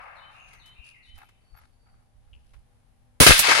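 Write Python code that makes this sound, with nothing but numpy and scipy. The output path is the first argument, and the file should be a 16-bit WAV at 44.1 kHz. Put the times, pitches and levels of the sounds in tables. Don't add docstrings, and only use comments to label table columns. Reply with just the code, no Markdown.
import sys
import numpy as np
from scipy import signal
from scipy.fft import rfft, irfft
from scipy.io import wavfile
from scipy.ndimage import uniform_filter1d

SR = 44100
rng = np.random.default_rng(int(sys.argv[2]) if len(sys.argv) > 2 else 0)


def persist_wave(psi):
    counts = np.round(np.clip(psi, -1, 1) * 32767).astype(np.int16)
    wavfile.write(sys.argv[1], SR, np.atleast_2d(counts).T)


N = 158760
T = np.arange(N) / SR
HZ = np.fft.rfftfreq(N, 1 / SR)

# f/Hz, left-right level/dB
BACKGROUND_SIDE = [(60, 2), (200, 6.5), (1300, 5.5), (4400, 1), (7000, -1.5), (9000, -10.5), (11000, -25),
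                   (15000, -15)]
# f/Hz, left-right level/dB
BLAST_SIDE = [(60, 6.5), (380, 3), (1200, 3), (2400, -0.5), (4400, -2.5), (7000, -3.5), (9000, -18),
              (11000, -34.5), (15000, -27)]


def amp(db):
    return 10 ** (np.asarray(db) / 20)


def unit(x):
    return x / np.sqrt(np.mean(x ** 2) + 1e-30)


def read(points, hz=HZ):
    f, value = np.transpose(points)
    return np.interp(np.log(hz + 1), np.log(f + 1), value)


def pan(db):
    return amp(np.array([[.5], [-.5]]) * db)


def octaves(hz):
    return np.log2((HZ + 20) / hz)


def noise(tone_db, side_db, grain_db=0):
    z = rng.standard_normal((2, N)) * amp(grain_db * rng.standard_normal((2, N)))
    return unit(irfft(rfft(z) * amp(tone_db) * pan(side_db), N))


def drift(width_s):
    return unit(irfft(rfft(rng.standard_normal(N)) * np.exp(-(HZ * width_s) ** 2), N))


def burst(start, rise, hold, decay):
    attack = np.clip((T - start) / rise, 0, 1)
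    return attack * np.exp(-np.maximum(T - start - hold, 0) / decay)


def swells(rows):
    power = 0
    for top, db, rise, fall in rows:
        exponent = np.where(T < top, ((T - top) / rise) ** 2, 2 * (T - top) / fall)
        power = power + amp(db) ** 2 * np.exp(-exponent)
    return np.sqrt(power)


def woods(x):
    # f/Hz, T60/s
    scatter_t60 = [(200, 1), (3000, 0.91), (10000, 0.24)]
    hz, t, z = signal.stft(rng.standard_normal((2, SR)), SR, nperseg=256)
    decay = amp(-60 * t / read(scatter_t60, hz)[:, None])
    tail = signal.istft(z * decay, SR, nperseg=256)[1]
    return signal.fftconvolve(x[None], tail / np.linalg.norm(tail[0]), axes=1)[:, :N]


def note(start, length, first_hz, middle_hz, last_hz, db, trill_hz):
    trill_rate_hz, wobble_depth = 55.8, .007
    t = np.arange(0, length, 1 / SR)
    wobble = unit(uniform_filter1d(rng.standard_normal(SR), 150))[:len(t)]
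    glide = np.interp(t / length, [0, .5, 1], [first_hz, middle_hz, last_hz])
    hz = glide * (1 + wobble_depth * wobble) + trill_hz * np.sin(2 * np.pi * trill_rate_hz * t)
    envelope = np.sqrt(np.sin(np.pi * t / length))
    call = amp(db) * envelope * np.sin(2 * np.pi * np.cumsum(hz) / SR)
    return np.pad(call, (round(start * SR), N))[:N]


def air():
    # f/Hz, relative level/dB
    air_tone = [(15, -3), (25, 5.5), (79, -1), (113, -1.5), (140, -7), (240, -17), (313, -18.5),
                (500, -22.5), (800, -19), (1170, -25), (1900, -27.5), (7000, -36.5), (10200, -37),
                (12500, -50.5), (15500, -68)]
    level_db, swell_db = -61.5, 1
    return noise(read(air_tone), read(BACKGROUND_SIDE)) * amp(level_db + swell_db * drift(0.45))


def wind():
    # t at the peak/s, level/dB, Gaussian standard deviation/s, left-right level/dB
    puffs = [(0.801, -50, 0.0074, 19), (1.099, -56, 0.015, -15), (1.159, -44.5, 0.017, -9),
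             (1.539, -51, 0.011, 10), (1.632, -57.5, 0.032, 9), (1.944, -59, 0.029, -9),
             (2.199, -59.5, 0.035, -18), (2.364, -51, 0.056, -5), (2.559, -54, 0.048, -10)]
    # f/Hz, relative level/dB
    wind_tone = [(20, 1), (45, 7.5), (80, -1), (150, -25), (400, -50), (2000, -95)]
    rumble = noise(read(wind_tone), 0)
    gusts = 0
    for s, db, half, side in puffs:
        gusts = gusts + amp(db) * pan(side) * np.exp(-.5 * ((T - s) / half) ** 2)
    return rumble * gusts


def engine():
    # f/Hz, mean level at the end/dB
    partials = [(108, -69.5), (245, -77), (500, -85), (590, -87), (790, -82)]
    pitch_waver, level_waver_db = 0.0197, 2.65
    growth = 2.44
    side_db = 5
    hum = 0
    for hz, db in partials:
        level = amp(db + growth * (T - T[-1]) + level_waver_db * drift(0.13))
        pitch = hz * (1 + pitch_waver * drift(0.1025))
        hum = hum + level * np.sqrt(2) * np.sin(2 * np.pi * np.cumsum(pitch) / SR)
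    return hum * pan(side_db)


def old_echo():
    # f/Hz, relative level/dB
    old_tone = [(100, -33), (380, -24), (520, -6), (750, 2.5), (1300, 4), (2000, -4), (2700, -6),
                (3300, -21.5), (4500, -26), (8000, -52)]
    start_db, fade, flutter_db = -42.5, 33.3, 1
    tail = noise(read(old_tone), read(BACKGROUND_SIDE))
    return tail * amp(start_db - fade * T + flutter_db * drift(0.011))


def rustles(grain_db):
    # t at the top/s, level/dB, rise/s, fall/s
    rubs = [(.035, -70, 0.012, .05), (.18, -70, 0.019, .02), (.34, -67.5, .02, 0.083),
            (.51, -64, 0.036, 0.026), (.87, -61.5, 0.019, 0.057), (1.07, -70, 0.023, 0.041),
            (1.17, -61.5, 0.013, 0.059), (1.61, -69.5, 0.047, 0.062), (2.55, -79, 0.28, 0.11)]
    # f/Hz, relative level/dB
    rustle_tone = [(400, -36), (1500, 10), (4500, 12), (8000, 0.5), (10300, 5), (12500, -23), (15500, -24)]
    return noise(read(rustle_tone), read(BACKGROUND_SIDE), grain_db) * swells(rubs)


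def scuffs(grain_db):
    # t/s, hold/s, level/dB
    strokes = [(1.164, .045, -56.5), (1.209, .02, -53.5), (1.539, 0.044, -58.5), (1.583, 0.061, -63.5),
               (1.854, 0.047, -70), (1.92, 0.099, -75), (2.27, .03, -73.5)]
    # f/Hz, width/Hz, level before division by the root of the width/dB
    modes = [(821, 57, 1.5), (1343, 300, 3), (2100, 990, -4)]
    rise_s, fall_s = 0.0065, 0.017
    body = 0
    for hz, width, db in modes:
        body = body + amp(db) / np.sqrt(width) / (1 + (2 * (HZ - hz) / width) ** 2) ** 0.8
    power = sum((amp(db) * burst(s, rise_s, hold, fall_s)) ** 2 for s, hold, db in strokes)
    return noise(20 * np.log10(body), read(BACKGROUND_SIDE), grain_db) * np.sqrt(power)


def ticks(grain_db):
    # t/s, level/dB, decay/s, tilt about 2 kHz/dB per octave
    knocks = [(0.531, -53, 0.025, -2.5), (.658, -56, 0.023, -0.5), (1.178, -53, 0.01, 19),
              (1.287, -58.5, 0.011, -2), (2.536, -56.5, 0.014, -4)]
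    # f/Hz, relative level/dB
    tick_tone = [(200, -11), (600, 4), (1500, 9), (3000, 6.5), (6000, 1), (10000, -3.5), (15000, -15)]
    out = 0
    for s, db, decay, tilt in knocks:
        tone = read(tick_tone) + tilt * octaves(2000)
        grains = noise(tone, read(BACKGROUND_SIDE), grain_db)
        out = out + grains * amp(db) * burst(s, 0.00076, 0.0044, decay)
    return out


def bench(grain_db=7, rough_db=4.0):
    rub = rustles(grain_db) + scuffs(grain_db)
    return rub * amp(rough_db * drift(0.0062)) + ticks(grain_db)


def song():
    # t/s, level/dB, length sung/s
    phrases = [(.155, -56, .4), (.587, -55, 0.45), (1.02, -57.5, 0.17)]
    # delay/s, length/s, start f/Hz, middle f/Hz, end f/Hz, level/dB, trill depth/Hz, echo level/dB
    notes = [(0, 0.041, 4360, 3810, 3450, -10.5, 86, 11.5), (0.044, 0.1175, 2980, 3040, 3080, 0, 11, -4.5),
             (0.144, 0.17, 2443, 2690, 2506, -7, 206, 9), (.342, 0.041, 2480, 2040, 1860, -11.5, 33, 13)]
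    side_db = 4
    direct, sent = 0, 0
    for s, db, length in phrases:
        for delay, *shape, echo_db in notes:
            call = amp(db) * (T < s + length) * note(s + delay, *shape)
            direct = direct + call
            sent = sent + call * amp(echo_db)
    return (direct + woods(sent)) * pan(side_db)


def whistles():
    # t/s, length/s, start f/Hz, middle f/Hz, end f/Hz, level/dB, trill depth/Hz
    calls = [(0.353, .25, 6570, 6350, 6090, -68, 229.6), (1.4, 0.18, 4500, 4500, 4470, -72, 39),
             (1.696, 0.244, 4540, 4590, 4520, -76.5, 50)]
    direct_gain, side_db = 0.22, 1
    other = sum(note(*row) for row in calls)
    return (direct_gain * other + woods(other)) * pan(side_db)


def chips():
    # t/s, level/dB, middle f/Hz
    calls = [(2.3311, -51.5, 2900), (2.338, -52, 2910), (2.349, -56, 2820), (2.362, -63, 2680),
             (2.376, -67, 2650)]
    length_s, side_db = 0.0044, 8
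    fall, wet = 0.15, 0.2
    chip = sum(note(s, length_s, hz * (1 + fall), hz, hz * (1 - fall), db, 0) for s, db, hz in calls)
    return (chip + wet * woods(chip)) * pan(side_db)


def squeaks(side_db=-14):
    # t/s, length/s, f/Hz, level/dB
    whines = [(1.21, 0.068, 11430, -76), (1.562, 0.037, 11680, -63.5)]
    return sum(note(s, length, hz, hz, hz, db, 0) for s, length, hz, db in whines) * pan(side_db)


def report(grain_db=4, flutter_db=-0.5):
    # t/s, level/dB, hold/s, decay factor, left-right level/dB, tilt/dB per octave
    arrivals = [(3.2012, -8.5, 0.028, 0.87, 2.5, 0.5), (3.2644, -2.5, 0.0027, 0.51, 4, -1),
                (3.278, -13, 0.0095, 1.86, 5, -0.5), (3.296, -22, 0.021, 0.31, 1, -2)]
    # f/Hz, relative level/dB
    report_tone = [(40, 4), (150, -2.5), (420, 5.5), (750, 0), (1400, 1.5), (2500, 0), (4200, -1),
                   (6500, -5.5), (10000, -9), (12500, -25), (15500, -20.5)]
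    # f/Hz, T60/s
    report_t60 = [(60, 0.11), (300, 0.076), (1000, 0.18), (3500, 0.77), (8000, 0.44), (15000, 0.32)]
    rise_s = .0015
    spectrum = rfft(noise(read(report_tone), read(BLAST_SIDE), grain_db))
    centres = np.geomspace(60, 15360, 9)
    out = 0
    for hz, share in zip(centres, np.eye(len(centres))):
        band = irfft(spectrum * read(list(zip(centres, share))), N)
        decay = read(report_t60, hz) / np.log(1000)
        height = np.log2(max(hz, 500) / 2000)
        power = 0
        for s, db, hold, slow, side, tilt in arrivals:
            envelope = burst(s, rise_s, hold, decay * slow)
            power = power + (envelope * amp(db + tilt * height) * pan(side)) ** 2
        out = out + band * np.sqrt(power)
    return out * amp(flutter_db * drift(.003))


def fronts():
    # t/s, peak before the band filter/dB, push/s, left-right level/dB
    thumps = [(3.2046, 0, 0.0016, 17.5), (3.212, -9.5, 0.0005, 28.5), (3.2247, -7, 0.0017, 1),
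              (3.271, -1, 0.0013, 7), (3.2932, -7.5, 0.0045, 18.5), (3.307, -9, 0.0057, 23)]
    left_lag_s = 0.0011
    out = 0
    for s, db, length, side in thumps:
        u = (T - s - np.array([[left_lag_s], [0]])) / length
        out = out + (u > 0) * (1 - u) * np.exp(-abs(u)) * amp(db) * pan(side)
    band = signal.butter(2, (16, 570), "bandpass", fs=SR, output="sos")
    return signal.sosfilt(band, out)


def slaps():
    # t/s, level/dB, centre f/Hz, rise/s, decay/s, left-right level/dB
    returns = [(3.267, 0, 3160, 0.0017, 0.0034, 7), (3.307, 0, 1620, 0.00037, 0.0011, 5),
               (3.318, -6, 2050, 0.0019, 0.0072, 3), (3.415, -17.5, 2950, 0.028, 0.036, 9),
               (3.47, -19, 2100, 0.0018, 0.0036, 5), (3.48, -22.5, 450, 0.0068, 0.024, 4.5),
               (3.516, -10.5, 1230, 0.00054, 0.0044, 5.5), (3.591, -24, 560, 0.0008, 0.0055, 7)]
    half_width = 0.75
    out = 0
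    for s, db, hz, rise, decay, side in returns:
        tone = -6 * (octaves(hz) / half_width) ** 2
        out = out + noise(tone, side) * amp(db) * burst(s, rise, 0.0013, decay)
    return out


def cracks():
    # t/s, level/dB, decay/s
    snaps = [(3.378, -18.5, 0.0057), (3.3915, -9.5, 0.014)]
    # f/Hz, relative level/dB
    crack_tone = [(50, 10.5), (300, 4.5), (700, 4.5), (2000, 2), (4500, 8.5), (8500, 8), (10500, 0.5),
                  (15500, -7.5)]
    envelope = sum(amp(db) * burst(s, 0.0011, 0.0017, decay) for s, db, decay in snaps)
    return noise(read(crack_tone), read(BLAST_SIDE)) * envelope


def roll(grain_db=5, flutter_db=1.6):
    # t at the top/s, level/dB, rise/s, fall/s
    rolls = [(3.375, -34, 0.01, 0.081), (3.468, -18, 0.024, 0.063), (3.52, -15, 0.024, 0.057),
             (3.578, -19.5, 0.021, 0.26)]
    # f/Hz, relative level/dB
    roll_tone = [(35, -28), (60, -21), (187, -23), (343, -17.5), (413, -16), (889, -6.5), (1830, -3.5),
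                 (2050, -2.5), (3340, -9), (4520, -9), (10400, -23.5), (15500, -73)]
    # f/Hz, left-right level/dB
    roll_side = [(60, 7), (400, 6), (800, 10.5), (2400, 5.5), (4400, 1), (7500, 4), (9000, -10),
                 (11000, -18.5), (15000, -59)]
    diffuse = noise(read(roll_tone), read(roll_side), grain_db)
    return diffuse * swells(rolls) * amp(flutter_db * drift(0.0055))


def shelter(x, count=10):
    reflection_db, latest_s = -18, .008
    taps = np.zeros((2, 2048))
    for row in taps:
        delay, sign = rng.random((count, 2)).T
        samples = np.clip((delay * latest_s * SR).astype(int), 1, 2047)
        row[samples] = np.sign(sign - .5) * amp(reflection_db)
    reflected = signal.oaconvolve(x, taps, axes=1)[:, :N]
    no_bass = signal.butter(1, 600, "highpass", fs=SR, output="sos")
    bounced = signal.sosfilt(no_bass, reflected)
    return (x + bounced) / np.sqrt(1 + count * amp(reflection_db) ** 2)


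def scene():
    shot = report() + roll() + slaps() + cracks()
    sheltered = shelter(shot + old_echo() + bench())
    birds = song() + whistles() + chips()
    outdoors = air() + wind() + engine()
    return sheltered + fronts() + birds + squeaks() + outdoors


def record(dry):
    ceiling, edge_hz = 0.93, 15850
    clipped = dry / (1 + (dry / ceiling) ** 8) ** (1 / 8)
    lowpass = signal.firwin(401, edge_hz, window=("kaiser", 7), fs=SR)
    return signal.oaconvolve(clipped, lowpass[None], "same")


dry = scene()
out = record(dry)
persist_wave(out)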